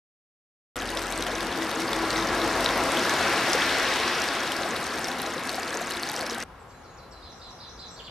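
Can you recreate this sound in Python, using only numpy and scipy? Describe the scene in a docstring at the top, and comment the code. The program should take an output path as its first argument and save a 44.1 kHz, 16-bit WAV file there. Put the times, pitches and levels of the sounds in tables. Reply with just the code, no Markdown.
"""After a short silence, thin jets patter into the basin of a stone fountain: noise for the steady rush,
ringing tones and bursts of noise for the drops. A car passes behind: tyre noise, exhaust drone, engine tone.
Then a hard cut to a quiet park with far rushing, made of noise. A thin high warbler starts, then a finch
joins it: gliding sines that warble or buzz, with echoes from the trees as a dying tail of noise."""
import sys
import numpy as np
from scipy import signal
from scipy.io import wavfile

SR = 44100
rng = np.random.default_rng(int(sys.argv[2]) if len(sys.argv) > 2 else 0)


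def persist_wave(psi):
    """Save psi, clipped to +-1, as 16-bit WAV."""
    counts = np.round(np.clip(psi, -1, 1) * 32767).astype(np.int16)
    wavfile.write(sys.argv[1], SR, np.atleast_2d(counts).T)


def invert_db(level):
    """Linear amplitude ratio for a level in decibels (20 dB per decade), elementwise."""
    return 10 ** (np.asarray(level, dtype=float) / 20)


N = 357210

# stay at the fountain: (first moment [s], last moment [s])
FOUNTAIN_S = (.7575, 6.438)


def rms_one(x):
    """Scales a signal to unit power."""
    return x / np.sqrt(np.mean(x ** 2) + 1e-20)


def in_time(rows):
    """Turns table rows into one curve per column, sample by sample."""
    s, *columns = np.transpose(rows)
    return [np.interp(np.arange(N) / SR, s, c) for c in columns]


def at_hz(points, hz):
    """Reads a table at a frequency, along a logarithmic frequency axis."""
    points = np.array(points)
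    return np.interp(np.log(hz), np.log(points[:, 0]), points[:, 1])


def sides(left_right_db):
    """Gains of the two channels for a left-right level difference."""
    return invert_db(np.multiply.outer([.5, -.5], left_right_db))


def drift(rate_hz):
    """Slow random curve of unit power: noise smoothed by two equal poles, computed every 40 samples."""
    r = np.exp(-2 * np.pi * rate_hz * 40 / SR)
    white = rng.standard_normal(N // 40 + 2002)
    slow = signal.lfilter([1], [1, -2 * r, r * r], white)[2000:]   # skip the start-up
    return np.interp(np.arange(N) / 40, np.arange(len(slow)), rms_one(slow))


def bandpass(low_high_hz, x):
    """Keeps only the sound between two frequencies."""
    return signal.sosfilt(signal.butter(2, low_high_hz, "band", fs=SR, output="sos"), x)


def banded_noise(spectrum, likeness, balance, patchy_db, shape_db=lambda hz: 0):
    """Third-octave bands of stereo noise, each with its own level, flicker and left-right likeness."""
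    out, power = 0, 0
    edges = 28 * 2 ** (np.arange(28) / 3)
    white = rng.standard_normal((2, 2, N))
    for k, (low, high) in enumerate(zip(edges, edges[1:])):
        mid, side = bandpass([low, high], white[k % 2])   # neighbours use separate noise
        hz = np.sqrt(low * high)
        alike = np.clip(at_hz(likeness, hz), -1, 1)
        gain = invert_db(at_hz(spectrum, hz))
        power += gain ** 2 * (high - low) * 4 / SR
        flicker = invert_db(patchy_db * drift(6.0) + shape_db(hz))
        gain = gain * flicker * sides(at_hz(balance, hz))[:, None]
        out = out + gain * (np.sqrt(1 + alike) * mid + np.sqrt(1 - alike) * side * [[1], [-1]])
    return out / np.sqrt(power)


def scatter(s, shapes):
    """Adds each stereo shape (2, events, samples) at its moment."""
    start = np.round(s * SR).astype(int)[:, None]
    at = np.minimum(start + np.arange(shapes.shape[2]), N).ravel()
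    return np.array([np.bincount(at, side.ravel(), N + 1)[:N] for side in shapes])


def bubbles(s, db, hz, pan_db, lag_s, cycles, rise, size):
    """Each bubble swells within a cycle, rings some cycles and climbs in pitch as it nears the surface."""
    late_s = np.multiply.outer([0, 1], lag_s)[..., None] - np.minimum(lag_s, 0)[:, None]
    turns = np.maximum(np.arange(size) / SR - late_s, 0) * hz[:, None]
    swell_and_decay = (1 - np.exp(-turns / 0.4)) * np.exp(-turns / cycles[:, None])
    shape = swell_and_decay * np.sin(2 * np.pi * turns * (1 + rise * turns))
    return scatter(s, 1.5 * shape * (invert_db(db) * sides(pan_db))[..., None])


# bands of an impact: (from [Hz], to [Hz])
CRACK_BANDS_HZ = [(2800, 6500), (5000, 9500), (8000, 12500)]
# greatest share of an impact in each of these bands: (level [dB])
CRACK_BANDS_DB = [1, -1, -4.5]
CRACK_COLOUR_DB = 6.0   # how unevenly an impact fills the bands


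def cracks(s, db, pan_db, decay_s):
    """A drop hits the surface: a bright noise burst with its own colour, mostly alike in both channels."""
    noise = rng.standard_normal((len(s), 3, 128)).transpose(1, 0, 2)
    decay = np.exp(-np.arange(128) / SR / decay_s)
    burst = (noise[0] + 0.73 * noise[1:]) * decay * sides(pan_db)[..., None]
    colour_db = CRACK_COLOUR_DB * rng.standard_normal((len(s), 3))
    colour_db = colour_db - colour_db.max(axis=1, keepdims=True) + CRACK_BANDS_DB
    out = 0
    for band, share_db in zip(CRACK_BANDS_HZ, colour_db.T):
        out = out + bandpass(band, scatter(s, burst * invert_db(db + share_db)[:, None]))
    return out


# loudest drops: (time [s], bubble level [dB], bubble pitch [Hz], impact level [dB])
DROPS = [(0.765, -27, 3500, -25.5), (0.821, -20, 3020, -28), (0.903, -31, 3700, -24),
         (0.9717, -16, 3470, -27), (1.1237, -22, 3600, -23), (1.1768, -22, 7960, -28),
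         (1.2066, -28, 2930, -26), (1.224, -18, 3830, -19), (1.267, -22, 3200, -24),
         (1.357, -22, 3580, -31), (1.4067, -19.5, 3550, -24), (1.4686, -34, 2905, -22),
         (1.526, -21.5, 3320, -33), (1.622, -27, 3740, -28), (1.714, -19, 3710, -24.5),
         (1.9312, -16, 3500, -27), (2.1055, -13.5, 4200, -25), (2.1288, -20.5, 4240, -34),
         (2.1602, -17, 3720, -33), (2.352, -24.5, 3730, -29), (2.417, -17, 3740, -30),
         (2.607, -21.5, 3720, -24), (2.645, -15, 5160, -32), (2.6608, -8, 3786, -27.5),
         (2.69, -15, 3640, -32), (2.971, -13.5, 3140, -24), (3.027, -30, 6200, -32),
         (3.095, -15.5, 5840, -22), (3.3789, -17, 2800, -31), (3.5325, -9.5, 5300, -35),
         (3.6202, -12, 3200, -37), (3.8757, -18, 3030, -36), (4.0346, -16, 3950, -36),
         (4.219, -14, 5600, -27), (4.2404, -21, 4400, -27), (4.2875, -15, 4680, -34),
         (4.476, -19.5, 3870, -30), (4.5196, -17.5, 3060, -20), (4.566, -18, 4700, -26),
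         (4.633, -18, 3840, -39), (4.763, -20.5, 3750, -38), (4.867, -33, 4000, -23),
         (5.0442, -16, 5430, -35), (5.084, -21.5, 5600, -27), (5.116, -21.5, 3870, -32),
         (5.1994, -19.5, 3840, -38), (5.218, -35, 3420, -16), (5.303, -27, 5280, -31),
         (5.493, -15.5, 4200, -28), (5.545, -19, 4670, -45), (5.6324, -18.5, 4620, -41),
         (5.6788, -24, 3770, -36), (5.743, -18, 5440, -42), (5.772, -17, 6360, -35),
         (5.9078, -23, 2800, -20), (6.033, -14.5, 4240, -40), (6.089, -19.5, 5680, -32),
         (6.098, -21, 4360, -27), (6.1633, -16.5, 5340, -32), (6.21, -22, 4380, -22),
         (6.2658, -21, 5250, -30), (6.298, -19, 5270, -35), (6.3462, -28, 3840, -26),
         (6.4255, -20, 5660, -29)]
DROPS_LEFT_DB, DROPS_SPREAD_DB = 1.3, 4   # where they land: mean and range of left-right level


def loudest_drops():
    """Each loud drop cracks on the surface and traps a bubble that rings for two or three cycles."""
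    s, db, hz, crack_db = np.transpose(DROPS)
    lag, ring, place = rng.random((len(s), 3)).T
    pan_db = DROPS_LEFT_DB + DROPS_SPREAD_DB * (place - .5)
    rings = bubbles(s, db, hz, pan_db, 4e-5 * (lag - .3), 2.0 + 1.0 * ring, rise=0.0044, size=640)
    return rings + cracks(s, crack_db, pan_db, decay_s=0.0016)


# left-right likeness near by: (frequency [Hz], likeness [-1 to 1])
NEAR_LIKENESS = [(60, 1), (300, 0.99), (1360, 0.98), (3000, .9), (6500, 0.45), (10000, 0.22), (14000, 0.33)]
# left-right balance near by: (frequency [Hz], left over right [dB])
NEAR_BALANCE = [(60, 4), (110, 1), (200, 2.5), (370, 1.5), (680, 2), (1250, 3), (2290, 1.5), (4200, 3),
                (7700, -3), (14100, 5)]
# colour of the patter: (frequency [Hz], relative level per Hz [dB])
PATTER = [(1500, 7), (2500, -7), (4000, -2), (6000, -4.5), (9000, -21), (13500, -31.5)]
# strength of the patter above 6 kHz as the jets waver: (time [s], level [dB])
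SPRAY = [(.75, -47.5), (1.3, -46.5), (2, -45.5), (2.6, -47), (3.1, -44), (3.7, -44), (4.3, -47.5),
         (5, -47.5), (5.7, -46), (6.44, -47.5)]


def patter(count):
    """Countless small drops, coming in clumps, most faint and a few loud; each rings, one in five cracks."""
    first, last = (np.array(FOUNTAIN_S) * SR).astype(int)
    density = np.cumsum(invert_db(3.5 * drift(30))[first:last])
    when, pitch, size, pan, lag, ring, force = rng.random((count, 7)).T
    s = (first + np.searchsorted(density, when * density[-1])) / SR
    hz = 1600 * 8.4 ** pitch
    db = at_hz(PATTER, hz) + 20 * np.log10(hz) - 4 * np.log(np.maximum(size, .01))
    pan_db = at_hz(NEAR_BALANCE, hz) + 3 * (pan - .5)
    rings = bubbles(s, db, hz, pan_db, 6e-5 * (lag - .5), 1.5 + 4.5 * ring, rise=.002, size=256)
    tick_db = -4.5 * np.log(np.maximum(force[::5], .02))
    ticks = cracks(s[::5], tick_db, pan_db[::5], decay_s=0.00067)
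    drops = rms_one(rings) + invert_db(-7.5) * rms_one(ticks)
    highpass = signal.butter(4, 6000, "high", fs=SR, output="sos")
    treble = signal.sosfilt(highpass, drops[:, first:last])
    return invert_db(in_time(SPRAY)[0]) * drops / treble.std()


# low tones: bubbles, and a short low plop at 2.97 s that may be the engine:
# (time [s], level [dB], pitch [Hz])
LOW_TONES = [(1.194, -29, 457), (2.974, -28, 249), (3.548, -21.5, 483), (4.609, -24.5, 534),
             (4.652, -26, 657), (4.96, -30, 672), (5.082, -27, 706), (5.365, -29, 490), (5.505, -32, 657),
             (5.582, -29, 720), (5.684, -33, 460), (5.748, -31, 703), (5.812, -25.5, 660),
             (6.149, -34, 634)]


def low_tones():
    """Low tones that swell, ring and climb as bubbles do, a little to the left; one may be the engine."""
    s, db, hz = np.transpose(LOW_TONES)
    steady = np.ones(len(s))
    return bubbles(s, db, hz, 2.6 * steady, 0 * steady, 5.5 * steady, rise=.006, size=3200)


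def glugs(count):
    """Many fainter big bubbles under the jets ring at random moments."""
    when, pitch, size = rng.random((count, 3)).T
    s = np.interp(when, [0, 1], FOUNTAIN_S)
    steady = np.ones(count)
    hz = 420 * 3.5 ** pitch
    return bubbles(s, -31 - 8 * size, hz, 3.8 * steady, 0 * steady, 6 * steady, rise=0.0035, size=2400)


# colour of the jets' rush: (frequency [Hz], relative level per Hz [dB])
RUSH = [(25, -10), (60, -3.5), (150, -12), (280, 9), (500, -13), (1000, -4), (1600, 3.5), (2500, -2),
        (4000, -22), (6500, -44), (10000, -23), (14000, -42)]
RUSH_DB = -38.5   # rms level


def jet_rush():
    """The jets blur into a steady noise."""
    return invert_db(RUSH_DB) * banded_noise(RUSH, NEAR_LIKENESS, NEAR_BALANCE, patchy_db=0.0)


def fountain():
    """The basin: steady rush, random patter and glugs, the loudest drops, and the low tones."""
    return jet_rush() + patter(count=9000) + loudest_drops() + low_tones() + glugs(count=160)


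# colour of the tyre roar: (frequency [Hz], relative level per Hz [dB])
TYRES = [(25, -26), (60, -9.5), (165, -5.5), (250, 0), (330, 5.5), (400, -1), (520, 1.5), (800, 1),
         (1200, 0), (1700, -1), (2900, -8.5), (5000, -13), (8000, -28), (14000, -31.5)]
# moment [s] and level [dB] when nearest; time [s] to cover the nearest distance, coming and going
PASS_S, PASS_DB, COMING_S, GOING_S = 2.87, -24, 0.77, 1
# the open view of the tyres comes later: moment and half width [s], added tilt and tread hiss
IN_VIEW_S, IN_VIEW_HALF_S, BRIGHTEN_DB_PER_OCTAVE, TREAD_DB = 3.85, 0.66, 1.14, 7.5
HIDDEN_DB_PER_OCTAVE, HIDDEN_TREAD_DB = -0.25, -3.5   # tilt and tread hiss out of view
TREAD_HZ, TREAD_OCTAVES = 2800, 1   # centre and half width of the tread hiss


def tyres(t):
    """Tyre roar falls off with distance on a straight road, and brightens in open view."""
    distance = np.hypot(1, (t - PASS_S) / np.where(t < PASS_S, COMING_S, GOING_S))
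    view = np.exp(-((t - IN_VIEW_S) / IN_VIEW_HALF_S) ** 2)
    tilt_db = HIDDEN_DB_PER_OCTAVE + BRIGHTEN_DB_PER_OCTAVE * view ** 0.28
    tread_db = HIDDEN_TREAD_DB + TREAD_DB * view

    def brighten(hz):
        """Level change of a band through time: tilt around 800 Hz plus a hump of tread hiss."""
        hump = np.exp(-(np.log2(hz / TREAD_HZ) / TREAD_OCTAVES) ** 2)
        return tilt_db * np.clip(np.log2(hz / 800), -2, 4) + tread_db * hump

    roar = banded_noise(TYRES, NEAR_LIKENESS, NEAR_BALANCE, patchy_db=.8, shape_db=brighten)
    return invert_db(PASS_DB) / distance * roar


# exhaust drone at the top of its throbs: (time [s], level [dB])
BOOM = [(.75, -44), (1.45, -38), (1.6, -33), (2.25, -31), (2.55, -32.5), (2.7, -52), (3.2, -70)]
BOOM_HZ, SWAY_HZ = 319, 13   # mean pitch and its sway
THROB_S, THROB_TOP_S, THROB_DB = .2, 2.01, 4.5   # period, moment of a top, half the range


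def exhaust(t):
    """A drone that throbs, its pitch swaying with every throb."""
    turn = 2 * np.pi * (t - THROB_TOP_S) / THROB_S
    hz = BOOM_HZ + SWAY_HZ * np.cos(turn) + 2.8 * drift(7.3)
    phase = 2 * np.pi * np.cumsum(hz) / SR
    db = in_time(BOOM)[0] + THROB_DB * (np.cos(turn) - 1) + 1.5 * drift(14)
    return np.sqrt(2) * invert_db(db) * np.sin(phase)


# pulls on the throttle: (time [s], length [s], from firing rate [Hz], to firing rate [Hz], level [dB])
ENGINE = [(.7, 0.85, 43.5, 45.1, -47), (1.88, 1, 48.9, 49.4, -46.5), (2.86, 0.94, 58.9, 58.3, -57),
          (3.71, .28, 47, 44.7, -55)]
THROTTLE_EDGE_S, OCTAVE_SHARE = .07, 0.47


def engine(t):
    """The low firing tone with a share of its octave, heard while the throttle is open."""
    out = 0
    for s, length_s, from_hz, to_hz, db in ENGINE:
        hz = np.interp(t, [s, s + length_s], [from_hz, to_hz])
        phase = 2 * np.pi * np.cumsum(hz) / SR
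        throttle = np.clip(np.minimum(t - s, s + length_s - t) / THROTTLE_EDGE_S, 0, 1)
        tone = np.sin(phase) + OCTAVE_SHARE * np.sin(2 * phase)
        out = out + np.sqrt(2) * invert_db(db + 1.2 * drift(6)) * throttle * tone
    return out


def car():
    """A passing car: tyre roar, with exhaust drone and firing tone a little to the left."""
    t = np.arange(N) / SR
    return tyres(t) + sides(3.7)[:, None] * (exhaust(t) + engine(t))


def add(track, s, hz, db, throb=1):
    """Adds a sine on the pitch curve hz, faded in and out."""
    i = round(s * SR)
    fade = signal.windows.tukey(len(hz), .5) * throb
    tone = np.sqrt(2) * invert_db(db) * fade * np.sin(2 * np.pi * np.cumsum(hz) / SR)
    track[i:i + len(hz)] += tone[:N - i]


# parts of the finch's three syllables:
# (delay [s], length [s], from pitch [Hz], to pitch [Hz], relative level [dB], buzz width [Hz])
CHIP = [(-.004, .018, 5700, 5480, -2, 30), (.007, 0.013, 5360, 4030, 5, 20),
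        (.018, .022, 4120, 4030, -2, 40), (.05, 0.02, 4120, 3980, 1, 40)]
BUZZ = [(-.017, 0.0147, 5000, 4630, -6, 40), (0, 0.0123, 3500, 4560, 2, 150),
        (.01, 0.0118, 4400, 5170, 0, 250), (.006, .09, 4150, 3920, -2, 170),
        (.025, .06, 3554, 3430, -7.5, 204), (.062, .03, 5500, 6900, -14, 303),
        (.08, .1, 6130, 5710, -12, 450), (.09, 0.022, 6000, 4930, -3.5, 150)]
FLOURISH = [(-.03, 0.033, 4300, 4490, -5, 400), (0, .022, 3810, 2700, 1, 60),
            (.012, .014, 2900, 2000, -12, 60)]
# the song repeats each syllable, swelling:
# (parts, repeats, first time [s], period [s], first level [dB], swell per repeat [dB])
SONG = [(CHIP, range(4), 6.696, .139, -68.5, 3.4), (BUZZ, range(4), 7.224, .188, -53, 1.5),
        (FLOURISH, range(2), 7.988, .076, -46.5, .5)]


def finch():
    """Every syllable replays its parts; a fast uneven flutter of pitch and loudness makes the buzz."""
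    out = np.zeros(N)
    flutter = rms_one(bandpass([120, 260], rng.standard_normal(N)))
    for parts, repeats, first_s, period_s, first_db, swell_db in SONG:
        for k in repeats:
            s, db = first_s + k * period_s, first_db + k * swell_db
            for delay_s, length_s, from_hz, to_hz, part_db, buzz_hz in parts:
                size = round(length_s * SR)
                glide = np.geomspace(from_hz, to_hz, size)
                # pitch and loudness use separate stretches of the flutter
                i = round(s * SR) - size
                hz = glide + buzz_hz * np.tanh(flutter[i:i + size])
                add(out, s + delay_s, hz, db + part_db, throb=1 + .3 * flutter[i - size:i])
    return out


# the warbler's notes: (time [s], length [s], from pitch [Hz], to pitch [Hz], level [dB])
WARBLER = [(6.59, .05, 7850, 7400, -67), (6.66, .11, 7400, 7360, -69), (6.692, .03, 6250, 6500, -67),
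           (6.747, 0.095, 6400, 6900, -70), (6.858, 0.16, 6500, 6950, -67), (7.104, 0.043, 7300, 7800, -64),
           (7.33, 0.23, 7540, 7460, -70), (7.785, .04, 7100, 7840, -64), (7.855, .02, 7200, 6900, -66),
           (7.9, 0.071, 7560, 7400, -56.5), (7.958, .145, 7100, 7250, -65)]
# the warble widens towards the end: (time [s], pitch swing [Hz])
WARBLE_DEPTH = [(6.6, 50), (7.8, 80), (7.9, 140), (7.96, 350)]
WARBLE_HZ, WARBLE_TOP_S = 32, 7.975   # swings per second, moment of a top
THROB_PER_S = 2.5   # longer notes throb more


def warbler():
    """Thin glides with a steady warble, louder at the top of each swing."""
    out = np.zeros(N)
    for s, length_s, from_hz, to_hz, db in WARBLER:
        glide = np.geomspace(from_hz, to_hz, round(length_s * SR))
        swing = np.cos(2 * np.pi * WARBLE_HZ * (s - WARBLE_TOP_S + np.arange(len(glide)) / SR))
        depth_hz = np.interp(s, *np.transpose(WARBLE_DEPTH))
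        add(out, s, glide + depth_hz * swing, db, 1 + min(THROB_PER_S * length_s, 1) * swing)
    return out


TREES_T60_S, TREES_DB = .55, 2.5   # time to fade by 60 dB, level of the tail


def trees(x):
    """Trunks and leaves scatter back a dense dying tail, unrelated in the two channels."""
    t = np.arange(SR) / SR
    tail = rng.standard_normal((2, SR)) * invert_db(-60 * t / TREES_T60_S) * np.minimum(t / 0.0046, 1)
    tail = tail / np.sqrt(np.sum(tail ** 2) / 2)
    return invert_db(TREES_DB) * signal.fftconvolve(x[None], tail, axes=1)[:, :N]


def birds():
    """Both birds sing to the right among the echoing trees; the warbler sits nearer."""
    song, high = finch(), warbler()
    direct = sides(-5)[:, None] * song + sides(-2.5)[:, None] * high
    direct[0] = np.roll(direct[0], 2)   # the left port hears them two samples late
    return direct + trees(song + invert_db(-7) * high)


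# colour of the far rushing: (frequency [Hz], relative level per Hz [dB])
PARK = [(18, -32), (30, -11), (54, 5), (112, -1.5), (292, -4), (341, -6), (516, -3), (602, -5),
        (1120, -3.5), (2770, -20), (3680, -22.5), (6670, -29.5), (7600, -39), (12700, -34), (14500, -53)]
PARK_DB = -47   # rms level
# left-right likeness far away: (frequency [Hz], likeness [-1 to 1])
FAR_LIKENESS = [(60, 0.97), (130, 1), (290, 0.84), (620, 0.77), (1360, 0.8), (2970, 0.4), (6480, 0.23),
                (14100, -0.074)]
# left-right balance far away: (frequency [Hz], left over right [dB])
FAR_BALANCE = [(60, 1.5), (110, 3.5), (200, -0.5), (370, 4), (680, 2.0), (1250, 2.5), (2290, 0.5),
               (4200, -4), (7700, 1), (14100, -1)]


def far_rushing():
    """A soft noise from far away whose bands flicker slightly."""
    return invert_db(PARK_DB) * banded_noise(PARK, FAR_LIKENESS, FAR_BALANCE, patchy_db=1.0)


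def park():
    """The two birds above the far rushing."""
    return birds() + far_rushing()


# resonances of the microphone capsules: (frequency [Hz], width [Hz], gain [dB])
MICROPHONE = [(3750, 210, 1.5), (5600, 510, 0.5), (7100, 900, -2.5), (8520, 2150, 5), (10300, 510, 2),
              (11750, 920, 0.5)]
PORT_HZ, PORT_WIDTH_HZ = 10260, 980   # phase turn between the ports
NOTCH_STEP_HZ = 300


def camera(x):
    """Capsule resonances, a phase turn between the ports, notches against the camera motor's whine."""
    for hz, width_hz, db in MICROPHONE:
        x = x + (invert_db(db) - 1) * signal.lfilter(*signal.iirpeak(hz, hz / width_hz, SR), x)
    # the right port turns the treble through a full cycle against the left
    r = np.exp(-np.pi * PORT_WIDTH_HZ / SR)
    port = [1, -2 * r * np.cos(2 * np.pi * PORT_HZ / SR), r * r]
    x = np.array([x[0], signal.lfilter(port[::-1], port, x[1])])
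    for k in range(1, 19):   # notches get shallower upwards
        turn = -2 * np.cos(2 * np.pi * k * NOTCH_STEP_HZ / SR)
        pole = np.exp(-np.pi * 26 / SR)
        zero = np.exp(-np.pi * (4 + 0.068 * k) / SR)
        x = signal.lfilter([1, turn * zero, zero ** 2], [1, turn * pole, pole ** 2], x)
    return x


def scene():
    """Silence, the fountain with the car, a hard cut, the park; each place is filtered on its own."""
    t = np.arange(N) / SR
    first, last = FOUNTAIN_S
    at_fountain = (t >= first) & (t < last)
    return camera(fountain() + car()) * at_fountain + camera(park()) * (t >= last)


def band_limit(x):
    """A steep low-pass at the top of the band."""
    return signal.sosfilt(signal.butter(12, 14730, fs=SR, output="sos"), x)


def record(dry):
    """A steep low-pass cuts the top."""
    lowpass = signal.butter(16, 13400, fs=SR, output="sos")
    mix = signal.sosfilt(lowpass, dry)
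    return band_limit(mix)


dry = scene()
out = record(dry)
persist_wave(out)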